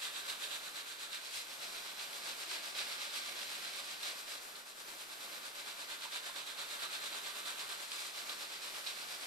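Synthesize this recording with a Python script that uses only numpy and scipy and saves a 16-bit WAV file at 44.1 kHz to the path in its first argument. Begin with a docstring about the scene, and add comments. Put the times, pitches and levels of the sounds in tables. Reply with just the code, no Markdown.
"""Quick wet swishes, eight or nine a second, sound in a small tiled bathroom over a steady hiss.
A shaving brush is working lather over cheeks and neck: the bristles stick and slip on stubble, the foam
squelches, bursting bubbles fizz, and now and then a tuft flicks free. The tiled walls add resonances and
a short reverberation; a few faint low bumps lie beneath. A phone at arm's length hears it in stereo."""
import sys
import numpy as np
from scipy import signal
from scipy.fft import rfft, irfft
from scipy.io import wavfile
from scipy.ndimage import uniform_filter1d

SR = 44100
rng = np.random.default_rng(int(sys.argv[2]) if len(sys.argv) > 2 else 0)


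def log_audio(samples):
    """Write samples as a 16-bit WAV file to the path given in sys.argv[1]."""
    # one column per channel
    frames = np.atleast_2d(samples).T
    # limit to full scale, then quantise
    limited = np.clip(frames, -1, 1)
    pcm = np.round(limited * 32767).astype(np.int16)
    wavfile.write(sys.argv[1], SR, pcm)


N = 408366
TIME, FREQS = np.arange(N) / SR, np.maximum(np.arange(N // 2 + 1) * SR / N, 1)


def undb(db):
    """Amplitude grows tenfold for every 20 dB."""
    return 10 ** (np.asarray(db) / 20)


def unit(x):
    """Normalisation to an rms of one."""
    return x / np.sqrt(np.mean(x ** 2))


def across(points):
    """Interpolation of (freq_hz, value) points on a log-frequency axis."""
    hz, value = np.transpose(points)
    return np.interp(np.log(FREQS), np.log(hz), value)


def colour(x, gain):
    """Linear filtering: the spectrum is multiplied by a gain at each frequency."""
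    return irfft(rfft(x) * gain, N)


def drift(rate_hz):
    """Random modulation: straight ramps between random values, at unit rms."""
    hold = int(SR / rate_hz)
    steps = np.repeat(rng.standard_normal(N // hold + 1), hold)
    return unit(uniform_filter1d(steps, hold)[:N])


def corner_db():
    """Standing waves between the tiled walls lift narrow bands of the spectrum."""
    # resonances of the corner: centre_hz, width_hz, lift_db
    modes = [(390, 16, 2), (568, 43, 7), (670, 50, 3.5), (837, 23, 4), (1173, 15, 5), (1556, 170, 3.5),
             (2131, 30, 1), (2326, 80, 1.5), (2540, 80, 2), (4100, 51, 2)]
    return sum(db / (1 + (2 * (FREQS - hz) / width) ** 2) for hz, width, db in modes)


def hiss(level_db=-51, waver_db=-1.35, corner_share=0.45):
    """Broadband noise of room air and microphone, coloured by the room's resonances."""
    # spectral shape of the hiss: freq_hz, density_db
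    spectrum = [(25, -3.5), (48, -49), (75, -28), (105, -9.5), (200, -3), (380, 1), (850, 0.5), (1500, 5),
                (2000, 1.5), (4300, 0.5), (6400, -4), (7600, -3.5), (10000, -4.5), (14500, -6.5)]
    noise = colour(rng.standard_normal((2, N)), undb(across(spectrum) + corner_share * corner_db()))
    return unit(noise) * undb(level_db + waver_db * drift(rate_hz=5))


def bumps(width_s=0.016):
    """A few low cycles under a Gaussian envelope have no sharp onset and sound as a soft thud."""
    # faint thuds: middle_s, pitch_hz, level_db
    thuds = [(.55, 100, -71.5), (1.37, 104, -72), (4.0, 72, -79), (4.4, 58, -76), (7.05, 78, -81)]
    out = np.zeros(N)
    for at, hz, db in thuds:
        near = np.abs(TIME - at) < 3 * width_s
        t = TIME[near] - at
        out[near] += undb(db) * np.exp(-(t / width_s) ** 2) * np.sin(2 * np.pi * hz * t)
    return out


def bathroom(x, t60_s=0.47, treble_t60_s=0.22, tail_db=-2.5, first_echo_s=.003, damping_hz=2000):
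    """Reverberation: dense reflections from the tiles decay exponentially, the treble first."""
    noise = rng.standard_normal((2, N))
    low = colour(noise, 1 / (1 + (FREQS / damping_hz) ** 2))
    fade = -np.log(1000) * np.minimum(TIME, 2)
    tail = low * np.exp(fade / t60_s) + (noise - low) * np.exp(fade / treble_t60_s)
    tail *= TIME > first_echo_s
    tail *= undb(tail_db) / np.sqrt(np.sum(tail ** 2, axis=1, keepdims=True))
    echoes = signal.fftconvolve(x, tail[:, :SR // 2], axes=1)[:, :N]
    return (x + echoes) / np.hypot(1, undb(tail_db))


def bubbles(decay_s=0.006, rise=3.1):
    """A popping bubble is a damped resonator whose pitch rises a little as it opens."""
    # larger bubbles in the foam: start_s, pitch_hz, level_db
    pops = [(6.054, 934, -41), (6.296, 1020, -42.5), (6.857, 1220, -41.5), (8.051, 1190, -47),
            (8.297, 1500, -45)]
    out = np.zeros(N)
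    t = TIME[:SR // 20]
    for at, hz, db in pops:
        start = int(at * SR)
        ring = np.sin(2 * np.pi * hz * t * (1 + rise * t))
        out[start:start + len(t)] += undb(db) * np.exp(-t / decay_s) * ring
    return out


def flicks(decay_s=0.0047, centre_hz=3500, width_octaves=0.58):
    """Elastic release: a bent tuft springs loose with a short tick of band-limited noise."""
    # tufts flicking free: start_s, level_db
    tufts = [(.436, -33), (.514, -35), (1.13, -36), (1.995, -31.5), (2.789, -26.5), (4.555, -37),
             (6.021, -35), (7.594, -32), (7.917, -29), (8.295, -29.5), (8.865, -30), (8.872, -30.5)]
    envelope = np.zeros(N)
    for at, db in tufts:
        near = slice(int(at * SR), int(at * SR) + SR // 20)
        envelope[near] += undb(db) * np.exp(-(TIME[near] - at) / decay_s)
    band = np.exp(-.5 * (np.log2(FREQS / centre_hz) / width_octaves) ** 2)
    return colour(envelope * rng.standard_normal((2, N)), band)


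def strokes(reach_s=.05, normal_db=-44, halving_db=17):
    """The hand oscillates evenly in each bout; rows: middle_s, length_s, level_db, squelch_db, fizz_db."""
    # bouts of back-and-forth brushing: first_s, last_s, count, length_s, return_db, squelch_db, fizz_db
    bouts = [(0.046, 0.297, 3, 0.071, -2, -1, 1.3), (0.437, 0.534, 2, 0.059, 1, 0, 1.5),
             (0.66, 1.147, 5, 0.065, 0, -1.7, -1), (1.264, 1.368, 2, 0.089, 1.5, -2.5, -0.5),
             (1.523, 1.876, 4, 0.092, -1, 0.5, -1), (2.018, 2.795, 7, 0.084, -4, 1.4, 0.8),
             (2.911, 3.903, 9, 0.093, 0, -0.4, -0.4), (4.062, 4.452, 4, 0.082, -7.5, 1.3, 2),
             (4.585, 5.228, 7, 0.053, 0.2, 1, 0.7), (5.351, 6.611, 12, 0.062, 1.5, 1.3, -0.6),
             (6.725, 7.16, 5, 0.065, 1.5, 2, 0.4), (7.273, 7.821, 6, 0.067, -2.3, 2, 1),
             (7.94, 8.04, 2, 0.1, 0.9, 0, 2), (8.186, 9.238, 10, 0.076, -0.5, 0.8, 0.6)]
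    # firmness of the hand on a forward stroke: time_s, level_db
    effort = [(0, -40.5), (0.53, -43), (0.68, -47.5), (1.1, -45), (1.5, -49.5), (1.85, -45), (2.55, -40.5),
              (3.1, -43.5), (3.5, -43.5), (3.9, -44), (4.07, -40), (4.33, -44.5), (4.6, -52.5), (5.25, -49),
              (5.9, -44.5), (7.5, -42.5), (8.0, -44.4), (9.25, -44.6)]
    # strokes that dig in harder and quicker: time_s, extra_level_db, extra_fizz_db
    accents = [(0.78, 3, 0), (1.14, 3, 0.5), (1.38, 4, 5), (1.64, 4.4, 1.5), (2.79, 2.5, -1),
               (3.04, 2.5, -0.5), (3.16, 3, 2.5), (6.15, 3, 1), (6.94, 3, -0.3), (8.89, 2.5, 1)]
    rows = []
    for first, last, count, length, return_db, squelch_db, fizz_db in bouts:
        for k, at in enumerate(np.linspace(first, last, round(count))):
            accent_db, wet_db = next((row[1:] for row in accents if abs(row[0] - at) < reach_s), (0, 0))
            db = np.interp(at, *np.transpose(effort)) + return_db * (k % 2) + accent_db
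            light_db = normal_db - db  # a light touch works the foam more than the stubble
            rows.append((at, length * .5 ** (accent_db / halving_db), db,
                         squelch_db + 0.37 * light_db, fizz_db + 0.5 * light_db + wet_db))
    return np.array(rows)


def stroke_envelope(extra_db=0, rub_db=-62):
    """Friction noise swells with brush speed and sinks to a faint rub at each turn; the powers add."""
    power = np.full(N, undb(rub_db) ** 2)
    middles, lengths, levels, _, _ = strokes().T
    for at, length, db in zip(middles, lengths, levels + extra_db):
        near = slice(max(0, int((at - 2 * length) * SR)), int((at + 2 * length) * SR))
        power[near] += undb(db) ** 2 * np.exp(-(2 * (TIME[near] - at) / length) ** 2)
    return np.sqrt(power)


def splay(on_cheek, centre_hz=3700, half_width_hz=430, wander=.05, gain_db=-8.5):
    """Flattened on the cheek, the wet knot swishes hollowly: narrowband noise with a wandering pitch."""
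    band = colour(rng.standard_normal((2, N)), 1 / (1 + (FREQS / half_width_hz) ** 2))
    pitch_hz = centre_hz * (1 + wander * drift(rate_hz=9))
    phase = 2 * np.pi * np.cumsum(pitch_hz) / SR
    force = stroke_envelope()
    opening = np.sqrt(unit(force))  # the knot opens most in the firm middle of a stroke
    return unit(band * np.sin(phase)) * force * opening * on_cheek * undb(gain_db)


def grains(rate_hz, spread_db):
    """Shot noise: dense tiny clicks of uneven size, each with its own strength in each channel."""
    size = undb(spread_db * np.clip(rng.standard_normal(N), -2, 2))
    clicks = rng.random(N) < rate_hz / SR
    return unit(clicks * size * rng.standard_normal((2, N)))


def brush(squelch_hz=1500, fizz_hz=5800, gain_db=1.5, catch_db=1.0):
    """Stick-slip friction modulates three bands together: foam squelch, bristle rasp and bubble fizz."""
    _, _, _, squelch_db, fizz_db = strokes().T
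    low = 1 / (1 + (FREQS / squelch_hz) ** 6)
    high = 1 / (1 + (fizz_hz / FREQS) ** 6)
    middle = (1 - low) * (1 - high)
    squelch = colour(grains(rate_hz=5000, spread_db=2.5), np.sqrt(low)) * stroke_envelope(squelch_db)
    rasp = colour(grains(rate_hz=8500, spread_db=3.0), np.sqrt(middle)) * stroke_envelope()
    fizz = colour(grains(rate_hz=14000, spread_db=2.0), np.sqrt(high)) * stroke_envelope(fizz_db)
    return (squelch + rasp + fizz) * undb(gain_db + catch_db * drift(rate_hz=110))


def scene():
    """Superposition: the brush moves between cheek and neck, each with its own path and echoes."""
    # position of the brush: time_s, cheek_share (0 = neck and jaw, 1 = near cheek)
    places = [(0, 0.97), (1.12, 1), (1.28, 0.046), (2.2, 0.11), (3.3, .15), (4.3, .05), (4.8, 0.5),
              (5.5, 0.36), (6.6, 0.79), (7.72, 0.77), (8.0, 0.24), (9.2, .15)]
    # spectral shape of bristles in lather: freq_hz, gain_db
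    swish = [(100, -52), (220, -17), (400, -10.5), (600, -10), (800, -8.5), (1100, -4), (1900, -1.5),
             (2500, -1), (3100, 0), (3900, 3), (5000, -3), (6400, -8.5), (7800, -5.5), (14000, -17.5)]
    # response of the path from the cheek: freq_hz, gain_db
    cheek_path = [(400, -1.5), (700, 0), (1100, 1.6), (1600, 1.8), (2000, -0.9), (2600, -0.4), (3000, -1),
                  (3550, 0.4), (4300, -0.5), (5200, -2.5), (7200, 1.9), (10000, 0)]
    # response of the path from the neck: freq_hz, gain_db
    neck_path = [(400, -2.3), (700, 0.7), (1400, -0.67), (2200, -0.4), (2900, -0.7), (3700, -1),
                 (5200, 1.2), (9000, -0.56)]
    on_cheek = np.clip(np.interp(TIME, *np.transpose(places)), 0, 1)
    lather = colour(brush() + flicks() + bubbles(), unit(undb(across(swish) + corner_db())))
    cheek = bathroom(colour(lather * on_cheek + splay(on_cheek), undb(across(cheek_path))))
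    neck = bathroom(colour(lather * (1 - on_cheek), undb(across(neck_path))))
    return cheek + neck + bumps() + hiss()


def record(dry, top_hz=14550):
    """Partial coherence: left and right are partly alike, each with its own colour; the top is cut."""
    # likeness of the left and right channels, most alike near 5 kHz: freq_hz, correlation, left_lead_rad
    coherence = [(150, .05, 0), (550, .48, -.6), (1050, .42, -1), (1700, .4, -2.8), (2100, .3, -1.3),
                 (2500, .53, -.6), (3200, .33, -1.3), (4200, .28, -.4), (5200, .72, 0), (6500, .1, 0),
                 (8000, .05, 0), (13000, .4, 0)]
    # balance of the two channels: freq_hz, left_minus_right_db
    balance = [(300, 0.5), (900, -.5), (1300, -1.5), (1600, -2.5), (2100, 1.5), (2600, -2), (3100, -3),
               (3800, -7), (4500, -2.5), (5300, 0), (6300, 4), (7300, 10), (9000, 5.5), (14000, 2.5)]
    correlation, lead_rad = (across(np.array(coherence)[:, [0, k]]) for k in (1, 2))
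    mix_angle = np.arcsin(np.clip(correlation, -1, 1)) / 2
    shared = colour(dry, np.cos(mix_angle)) + colour(dry[::-1], np.sin(mix_angle))
    sides = np.array([[.5], [-.5]])
    gains = undb(across(balance) * sides)
    gains /= np.sqrt(np.mean(gains ** 2, axis=0))
    return colour(shared, gains * np.exp(1j * lead_rad * sides) * (FREQS < top_hz))


dry = scene()
out = record(dry)
log_audio(out)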